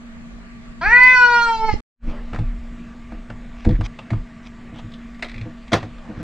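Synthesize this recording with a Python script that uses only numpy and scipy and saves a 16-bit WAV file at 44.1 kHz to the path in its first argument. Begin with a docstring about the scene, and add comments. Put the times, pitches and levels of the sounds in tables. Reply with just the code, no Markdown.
"""One long meow rings in a small wooden boat cabin; after a short near-silence the cat climbs down the steps.
Paws thud on hollow boards (damped modes), claws and loose things tick, dry scrapes rasp, woodwork knocks.
The meow is a stack of harmonics through a moving mouth; a machine hums under coloured hiss and cloth rustle.
Handling rumbles in the bass, and the stereo picture folds nearly to mono for a while.
Source levels are set ahead of the final gain in record()."""
import sys
import numpy as np
from scipy import signal
from scipy.fft import rfft, irfft, next_fast_len
from scipy.io import wavfile
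from scipy.ndimage import uniform_filter1d

SR = 44100
rng = np.random.default_rng(int(sys.argv[2]) if len(sys.argv) > 2 else 0)


def transcribe(signal):
    """Save signal, clipped to [-1, 1], as a 16-bit WAV file at the path in sys.argv[1]."""
    frames = np.atleast_2d(signal).T
    limited = np.clip(frames, -1, 1)
    pcm = np.round(limited * 32767).astype(np.int16)
    wavfile.write(sys.argv[1], SR, pcm)


N = 274724  # samples


def amp(db):
    """Decibels to linear gain."""
    return 10 ** (np.asarray(db) / 20)


def evened(x):
    """Scales a signal to an RMS of 1."""
    return x / np.sqrt(np.mean(x ** 2) + 1e-20)


def smooth_noise(count, size, passes=1):
    """Slow random drift at RMS 1: white noise averaged over size samples, once or more."""
    drift = rng.standard_normal(count)
    for _ in range(passes):
        drift = uniform_filter1d(drift, size)
    return evened(drift)


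def levelled(x):
    """Takes out most of the chance swells of narrow noise."""
    envelope = abs(signal.hilbert(x, next_fast_len(N))[:N])
    return x / (envelope + .5)


def read(points, hz):
    """Value of a spectrum table on a log-frequency axis."""
    f, value = np.transpose(points)
    return np.interp(np.log(hz + 1), np.log(f + 1), value)


def along(rows):
    """Columns of a time curve, one value a sample."""
    s, *columns = np.transpose(rows)
    return [np.interp(np.arange(N) / SR, s, c) for c in columns]


def add(mix, s, sound):
    """Lays a sound into the mix at s seconds."""
    part = mix[round(s * SR):][:len(sound)]
    part += sound[:len(part)]


def peak(f, hz, width):
    """Complex gain of a resonance at frequency f, 1 at its centre."""
    return 1j * width * hz / (hz ** 2 - f ** 2 + 1j * width * f)


def band(x, hz, width):
    """A resonance applied twice."""
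    b, a = signal.iirpeak(min(hz, SR / 2.2), hz / width, SR)
    return signal.lfilter(b, a, signal.lfilter(b, a, x))


def coloured(x, tone):
    """Filters by a spectrum table."""
    size = next_fast_len(N + 2048)
    gain = amp(read(tone, np.fft.rfftfreq(size, 1 / SR)))
    return irfft(rfft(x, size) * gain, size)[..., :N]


def noise(tone, patchy_db):
    """Two-channel noise of a given spectrum with drifting patches, its sides partly alike."""
    # left-right likeness: (frequency [Hz], correlation, held within -1 to 1)
    likeness = [(60, -0.65), (180, 0.34), (550, 0.063), (1650, -0.27), (4970, -0.37), (15000, -1.11)]
    frames, hz = N // 256 + 5, np.fft.rfftfreq(1024, 1 / SR)
    a, b, c, d, patches = rng.standard_normal((frames, 513, 5)).T
    patches = evened(uniform_filter1d(uniform_filter1d(patches, 12, 0), 14, 1))
    same = np.clip(read(likeness, hz), -1, 1)[:, None]
    left, other = a + 1j * b, c + 1j * d
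    z = np.array([left, same * left + np.sqrt(1 - same ** 2) * other])
    z *= amp(read(tone, hz)[:, None] + patchy_db * patches)
    return evened(signal.istft(z, nperseg=1024, noverlap=768)[1][:, :N])


def hiss():
    """The cabin's constant floor: wide noise with a strong low end."""
    # spectrum shape: (frequency [Hz], relative level [dB per Hz])
    hiss_tone = [(35, -16), (60, 9), (96, -9.5), (200, -1), (268, -12.5), (492, -20), (636, -24.5),
                 (903, -21), (1140, -22), (1340, -19.5), (1950, -17.5), (3000, -26), (5860, -37),
                 (7400, -33.5), (9000, -43), (11000, -64.5), (16000, -92.5)]
    return amp(-47.5) * noise(hiss_tone, patchy_db=1.96)


def rustle():
    """Cloth brushing: mid-heavy patchy noise that swells and fades."""
    # strength of the brushing: (time [s], level [dB])
    brushing = [(2, -63), (2.1, -43.5), (2.25, -51.5), (2.9, -68), (3.55, -60), (4.3, -70), (4.75, -55.5),
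                (5, -74), (5.45, -53), (5.6, -67.5), (5.95, -60), (6.1, -48), (6.23, -46.5)]
    # spectrum shape: (frequency [Hz], relative level [dB per Hz])
    cloth_tone = [(150, -25), (350, -3), (600, 0), (900, -7), (2000, -12), (5000, -30), (10000, -55)]
    return amp(along(brushing)[0]) * noise(cloth_tone, patchy_db=3.5)


def hum():
    """A machine tone that wavers a little, and its fan's noise through two resonances."""
    # machine tone: (time [s], pitch [Hz], level [dB])
    machine = [(0, 233.5, -47), (.8, 235.9, -48), (1.3, 232.7, -54), (2, 235.8, -45), (4.2, 236.6, -51),
               (5, 234.4, -46), (6.23, 238.5, -52)]
    # resonances of the fan noise: (centre [Hz], width [Hz], level [dB])
    drones = [(655, 60, -66), (1160, 70, -65)]
    hz, db = along(machine)
    waver = smooth_noise(N, 3000)
    phase = 2 * np.pi * np.cumsum(hz) / SR + 0.49 * waver
    tone = np.sqrt(2) * amp(db + 1.0 * waver) * np.sin(phase)
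    fan = sum(amp(db) * evened(band(rng.standard_normal(N), f, width)) for f, width, db in drones)
    return tone + fan


def bass_noise(low_hz, high_hz):
    """Narrow low noise at RMS 1."""
    sos = signal.butter(3, (low_hz, high_hz), "bandpass", fs=SR, output="sos")
    return evened(signal.sosfilt(sos, rng.standard_normal(N)))


def rumble():
    """Lumpy bass from the hand holding the microphone, with grip jolts and rubbing of the right port."""
    # handling at both ports: (time [s], level [dB])
    handling = [(0, -51.5), (1.8, -44), (2.0, -37), (2.6, -38.5), (2.9, -48), (3.5, -42), (4.0, -53.5),
                (4.7, -52), (5.3, -49), (6.23, -48.5)]
    # the hand shifts its grip: (time [s], peak [dB], half length [s])
    jolts = [(0.347, -44, 0.027), (0.7, -41, 0.011), (0.882, -24.5, .025), (1.742, -39, 0.028),
             (2.08, -29.5, 0.036), (2.465, -32, 0.062), (3.15, -45, .06), (3.68, -19.5, 0.019),
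             (3.749, -19.5, .022), (3.818, -27, 0.043), (4.191, -32.5, 0.041), (4.83, -46, .04),
             (5.08, -51, 0.026), (5.36, -44, 0.056), (5.994, -48, 0.027)]
    # rubbing at the right port only: (time [s], level [dB])
    rubbing = [(.2, -52), (.25, -44), (.4, -57), (.83, -57.5), (.92, -32), (1.3, -35), (1.7, -28.5),
               (1.8, -47)]
    # finger on the right port: (time [s], peak [dB], half length [s], direction [sign])
    bumps = [(.875, -14.5, 0.0057, -1), (1.734, -13, 0.0023, -1), (1.741, -14, 0.0007, 1),
             (1.758, -19.5, 0.0051, -1)]
    t = np.arange(N) / SR
    both = evened(levelled(bass_noise(18, 48)))
    right = bass_noise(7.3, 15) * amp(along(rubbing)[0])
    for s, db, half, way in bumps:
        u = (t - s) / half
        right += np.sign(way) * amp(db) * (1 - .5 * u ** 2) * np.exp(-u ** 2 / 2)  # a push with rebound
    lumps_db = 1.5 * smooth_noise(N, 2500, passes=2)  # chance swells
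    grip = amp(along(handling)[0] + lumps_db)
    for s, db, half in jolts:
        grip += amp(db) * np.exp(-((t - s) / half) ** 2)
    return both * grip + np.array([[0], [1]]) * right


def cabin(x, tail_db):
    """A few wall echoes, then sparse taps of random sign, each band dying at its own speed."""
    # early wall echoes: (delay [s], left [dB], right [dB])
    echoes = [(.0031, -11.5, -13), (.0057, -12, -17), (.0089, -5, -18), (0.013, -17.5, -9),
              (.019, -14, -14.5)]
    # decay of the tail: (frequency [Hz], t60 [s])
    decay = [(250, 0.48), (660, 0.16), (1740, 0.2), (4590, 0.21)]
    taps = np.zeros((2, SR // 2))
    at = np.arange(300, SR // 2 - 20, 20) + rng.integers(0, 20, (2, (SR // 2 - 301) // 20))
    np.put_along_axis(taps, at, rng.choice([-1., 1.], at.shape), 1)
    hz, t, z = signal.stft(taps, SR, nperseg=256)
    fade = amp(-60 * t / read(decay, hz)[:, None])
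    tail = signal.istft(z * fade, SR, nperseg=256)[1]
    tail *= amp(tail_db) / np.linalg.norm(tail[0])
    for s, left_db, right_db in echoes:
        tail[:, round(s * SR)] += amp([left_db, right_db])
    return signal.fftconvolve(x[None], tail, axes=1)[:, :N]


def knocks():
    """Something hard knocks on woodwork: a dense crunch of grainy noise whose top treble dies sooner."""
    # knocks: (time [s], level [dB], t60 below the top treble [s])
    hits = [(5.224, -33.5, 0.14), (5.718, -20.5, 0.13), (5.73, -13, 0.17), (5.826, -38, 0.13)]
    # spectrum shape: (frequency [Hz], relative level [dB per Hz])
    wood_tone = [(150, -34), (250, -12), (351, -4.5), (413, -7), (728, -5.5), (913, -20), (1060, -11),
                 (1220, -8.5), (1990, -16.5), (4540, -25.5), (12000, -43.5), (15600, -83.5), (22000, -120)]
    body, top, t = np.zeros(N), np.zeros(N), np.arange(12000) / SR
    for s, db, t60 in hits:
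        add(body, s, amp(db - 60 * t / t60) * np.minimum(t / 0.0033, 1))
        add(top, s, amp(db - 90 * t / t60) * np.minimum(t / 0.009, 1))
    grains = amp(1.7 * smooth_noise(N, 130))  # random grain in the loudness
    crunch = grains * noise(wood_tone, patchy_db=3.5)
    low = coloured(crunch, [(6000, -2), (9000, -18)])
    return body * low + top * (crunch - low)


def scrapes():
    """Dry scrapes close to the microphone: grainy noise, low body and ringing treble, that swells and stops short."""
    # strokes: (time [s], length [s], level [dB], centre [Hz], treble against the centre [dB])
    strokes = [(2.053, 0.075, -50.5, 2180, -9.5), (3.555, 0.13, -52.5, 2450, -7.5),
               (3.714, 0.062, -48, 1750, -30), (3.834, 0.037, -41, 2320, -1), (4.425, 0.065, -52, 2460, -3),
               (4.739, 0.074, -51.5, 3180, -8), (6.164, 0.059, -50, 1490, -10)]
    out = np.zeros(N)
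    for s, length, db, hz, treble_db in strokes:
        grains = rng.standard_normal(8000) * amp(4.0 * smooth_noise(8000, 80))
        centre, body = evened(band(grains, hz, 830)), evened(band(grains, 900, 990))
        treble = evened(band(grains, 3120, 1000) + band(grains, 4950, 370) + band(grains, 5780, 470))
        u = np.arange(8000) / SR / length
        stroke = np.sqrt(u) * np.clip((1 - u) / 0.18, 0, 1)
        add(out, s, amp(db) * stroke * (centre + amp(-3) * body + amp(treble_db) * treble))
    return out


def ticks():
    """Claws and loose things: short noise bursts with a resonant centre, a bright edge and a woody body."""
    # ticks: (time [s], peak of the centre [dB], centre [Hz], treble [dB], body [dB]), last two against the centre
    clicks = [(2.3308, -28.5, 1400, -34, 0.5), (2.3436, -33.5, 1531, -8, 8), (2.357, -27.5, 1230, -18, -16),
              (2.386, -38.5, 1710, -5, 7.5), (3.118, -37, 1220, -39, 3), (3.299, -36, 1270, -27, 6),
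              (3.6477, -27, 1550, -10, 1), (3.688, -37, 1510, 0.5, 7), (3.706, -35, 1730, -6, -8),
              (3.8079, -31.5, 1500, -9, 6), (3.9872, -31.5, 2700, -12, -1), (4.103, -28, 1760, -18.5, 1.5),
              (4.13, -34, 1000, -37, 2), (4.788, -42.5, 2940, -15, 7), (4.917, -52, 1310, 7.5, -9),
              (4.936, -48, 1357, 10, -21.5), (5.144, -43.5, 2270, -4, -20), (5.192, -41, 1950, -9, 1),
              (5.223, -20, 1980, -9.5, -6.5), (5.2433, -37, 2300, 7, 4.5), (5.283, -34.5, 2200, -6, -22),
              (5.293, -33, 2000, -4, -22), (5.313, -35, 2000, -5, -22), (5.341, -33, 2205, -10, -30),
              (5.3578, -38, 2210, -5, -22), (5.378, -33, 2160, -5, -28), (5.411, -32.5, 2170, -6, -22),
              (5.677, -41, 2330, -3, -7), (5.729, -13, 1860, -0.5, 2.5), (5.8262, -36, 1700, -18, 8.5),
              (5.9811, -41.5, 1294, -4, -15)]
    rise_s, fall_s = 0.0039, 0.0057  # linear rise; time constant of the fall
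    out, t = np.zeros(N), np.arange(3000) / SR
    for s, db, hz, treble_db, body_db in clicks:
        burst = rng.standard_normal(len(t)) * np.exp(-t / fall_s) * np.minimum(t / rise_s, 1)
        parts = band(burst, hz, 890), band(burst, 3400, 1200), band(burst, 720, 790)
        gains_db = 0, treble_db, body_db
        add(out, s, amp(db) * sum(amp(g) * p / abs(p).max() for g, p in zip(gains_db, parts)))
    return out


def thuds():
    """A soft push rings the board modes, most those of the spot struck; harder paws reach the upper ones."""
    # paws and feet on hollow boards: (time [s], level [dB], hardness [dB per octave], pitch of the spot [Hz])
    landings = [(2.072, -32, 4.5, 86), (2.329, -29.5, 2.5, 240), (2.391, -19, -1, 108),
                (3.12, -37, 10, 242), (3.297, -34, 3, 106), (3.665, -12, 2, 125), (3.689, -12, 4, 104),
                (3.792, -19.5, -1, 98.2), (4.119, -16.5, -5, 145), (4.727, -36, 2.5, 244),
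                (4.836, -33, 0, 116), (5.351, -34.5, 2, 105), (5.41, -27, -6, 110), (5.458, -32, 9, 115),
                (5.729, -17, -2, 221.5), (5.829, -29.5, 6.5, 108), (6.093, -30.5, 7, 205),
                (6.17, -31, -0.5, 157), (6.198, -29, 4.5, 160)]
    # modes of the boards: (frequency [Hz], relative level [dB], t60 [s])
    boards = [(66.6, -22, 0.062), (108, 1, 0.16), (157.3, -9, 0.17), (217.4, -3.5, 0.04),
              (309.8, -6.5, 0.13), (493.7, -18.5, 0.092), (667, -27, 0.049), (913, -36.5, 0.015)]
    contact_s = 0.022  # how long a pad presses; the push peaks at a third of it
    out, t = np.zeros(N), np.arange(9000) / SR
    push = t * np.exp(-t / (contact_s / 3))
    for s, db, hard_db, spot_hz in landings:
        ring = np.zeros(len(t))
        for hz, level_db, t60 in boards:
            octaves = np.log2(hz / spot_hz)
            reach_db = hard_db * octaves + 9 * np.exp(-(octaves / 0.15) ** 2)
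            # fed by the push, drained by damping
            swell = signal.lfilter([1], [1, -amp(-60 / (t60 * SR))], push)
            wobble = smooth_noise(len(t), 300, passes=2)
            phase = 2 * np.pi * (hz * t + rng.random()) + .5 * wobble  # slight random wobble of each mode
            ring += amp(level_db + reach_db) * swell / swell.max() * np.sin(phase)
        loudest = np.sqrt(2 * uniform_filter1d(ring ** 2, size=900).max())
        add(out, s - .008, amp(db) * ring / loudest)
    return out


def meow():
    """Vocal-fold harmonics, breathy at both ends, shaped by the resonances of a mouth that opens and closes."""
    # the call: (time [s], level [dB], pitch [Hz], mouth resonance [Hz])
    call = [(.81, -28.5, 317.8, 1500), (.835, -24, 349.7, 1494), (.864, -17.5, 409, 1710),
            (.905, -17.5, 452.8, 1820), (0.929, -10, 481.7, 1860), (1.0, -11, 500, 1930),
            (1.076, -8, 506.2, 2110), (1.138, -10.5, 507.3, 1910), (1.177, -10.5, 498.4, 1560),
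            (1.279, -12.5, 483.8, 1316), (1.396, -13, 472.1, 1390), (1.456, -19.5, 466.3, 1363),
            (1.504, -17.5, 459.5, 1144), (1.576, -31, 445.5, 878), (1.646, -16.5, 441.4, 889),
            (1.672, -28.5, 443.6, 860), (1.695, -13, 431.8, 875), (1.715, -32.5, 413, 810),
            (1.751, -40, 392, 780)]
    # rest of the tract: (time [s], tongue resonance [Hz], tongue [dB], pharynx [dB], upper throat [dB])
    tract = [(.81, 2290, -9.5, -0.5, -43.5), (.93, 2650, -17.5, -11.5, -43), (1.02, 2515, -20.5, -11, -39),
             (1.14, 2463, -14.5, -15, -33.5), (1.33, 2480, -25, -16, -32.5),
             (1.5, 2420, -23.5, -18.5, -35.5), (1.64, 2270, -23, -10, -45), (1.7, 2004, -6, -23.5, -41),
             (1.75, 1970, -2, -9, -46.5)]
    # upper throat with the mouth resonance at 2000 Hz: (centre [Hz], width [Hz], relative level [dB])
    throat = [(3360, 630, 1), (4620, 680, 5.5), (5590, 900, -0.5), (7360, 430, -11.5)]
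    level_db, hz, mouth_hz = along(call)
    tongue_hz, tongue_db, pharynx_db, upper_db = along(tract)
    t = np.arange(N) / SR
    since, until = t - call[0][0], call[-1][0] - t
    # breathiness settles after the onset (0.07 s) and returns at the close (0.045 s)
    breathy = .011 + .055 * (np.exp(-abs(since) / .07) + np.exp(-abs(until) / .045))
    jitter = smooth_noise(N, 300)
    turns = np.cumsum(hz * (1 + 0.0018 * jitter)) / SR
    sink = (mouth_hz / 2000) ** 0.089  # the upper resonances sink a little as the mouth closes
    low, high, low_power, high_power = np.zeros((4, N))
    for k in range(1, 19):
        # breath smears each harmonic into a skirt of noise, the higher ones more; each also wavers alone
        fuzz = 1 + breathy * k * smooth_noise(N, 170)
        waver = amp(0.41 * k * smooth_noise(N, 1500, passes=2))
        tone = fuzz * waver * np.exp(2j * np.pi * k * turns)
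        front = peak(k * hz, mouth_hz, 480) ** 2
        front -= amp(tongue_db) * peak(k * hz, tongue_hz, 380) ** 2
        front += amp(pharynx_db) * peak(k * hz, 1044, 340) ** 2
        front *= amp(-8 * (k == 1))  # a small head radiates the fundamental weakly
        back = sum(amp(db) * peak(k * hz, f * sink, width) ** 2 for f, width, db in throat)
        low += (tone * front).real
        high += (tone * back).real
        low_power += abs(front) ** 2 / 2
        high_power += abs(back) ** 2 / 2
    sounding = np.clip(since / 0.0073, 0, 1) * np.clip(until / 0.015, 0, 1)
    lower = amp(level_db) * low / np.sqrt(low_power)
    upper = amp(upper_db) * high / np.sqrt(high_power)
    return sounding * (lower + upper)


def scene():
    """Everything in the cabin, as the two microphone ports hear it."""
    # treble softening of the cat and the steps: (frequency [Hz], gain [dB])
    softening = [(3000, -3.5), (6000, -6.5), (8000, -3.5), (10000, -11.5), (16000, -34)]
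    voice = meow()
    direct = np.array([np.roll(voice, shift=2), voice])  # the cat sits slightly nearer the right port
    cat = direct + amp(-6.5) * cabin(voice, tail_db=-1.0)
    clicks = ticks()
    steps = thuds() + scrapes() + clicks + amp(-9) * cabin(clicks, tail_db=3.5)
    return coloured(cat + steps, softening) + knocks() + hiss() + rustle() + hum() + rumble()


def record(dry):
    """Stereo width, the final gain with its near-silent gap, full-scale clipping and the band limit."""
    # left-right difference kept: (time [s], gain [dB])
    width = [(1.9, -1), (2, -58), (5, -54.5), (5.2, -26), (5.6, -19), (5.9, -14), (6.23, -12)]
    # final gain, an abrupt cut to near-silence, then a quick fade in: (time [s], gain [dB])
    gap = [(1.7, 5), (1.805, 9), (1.809, -59), (1.95, -72), (2.0, -26), (2.04, 4), (2.08, 6.5)]
    mid = dry.mean(0)
    side = (dry[0] - dry[1]) / 2 * amp(along(width)[0])
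    pair = np.clip(np.array([mid + side, mid - side]) * amp(along(gap)[0]), -1, 1)
    low_pass = signal.firwin(511, 16500, window=("kaiser", 9), fs=SR)  # cutoff in Hz
    return signal.oaconvolve(pair, low_pass[None], "same")


dry = scene()
out = record(dry)
transcribe(out)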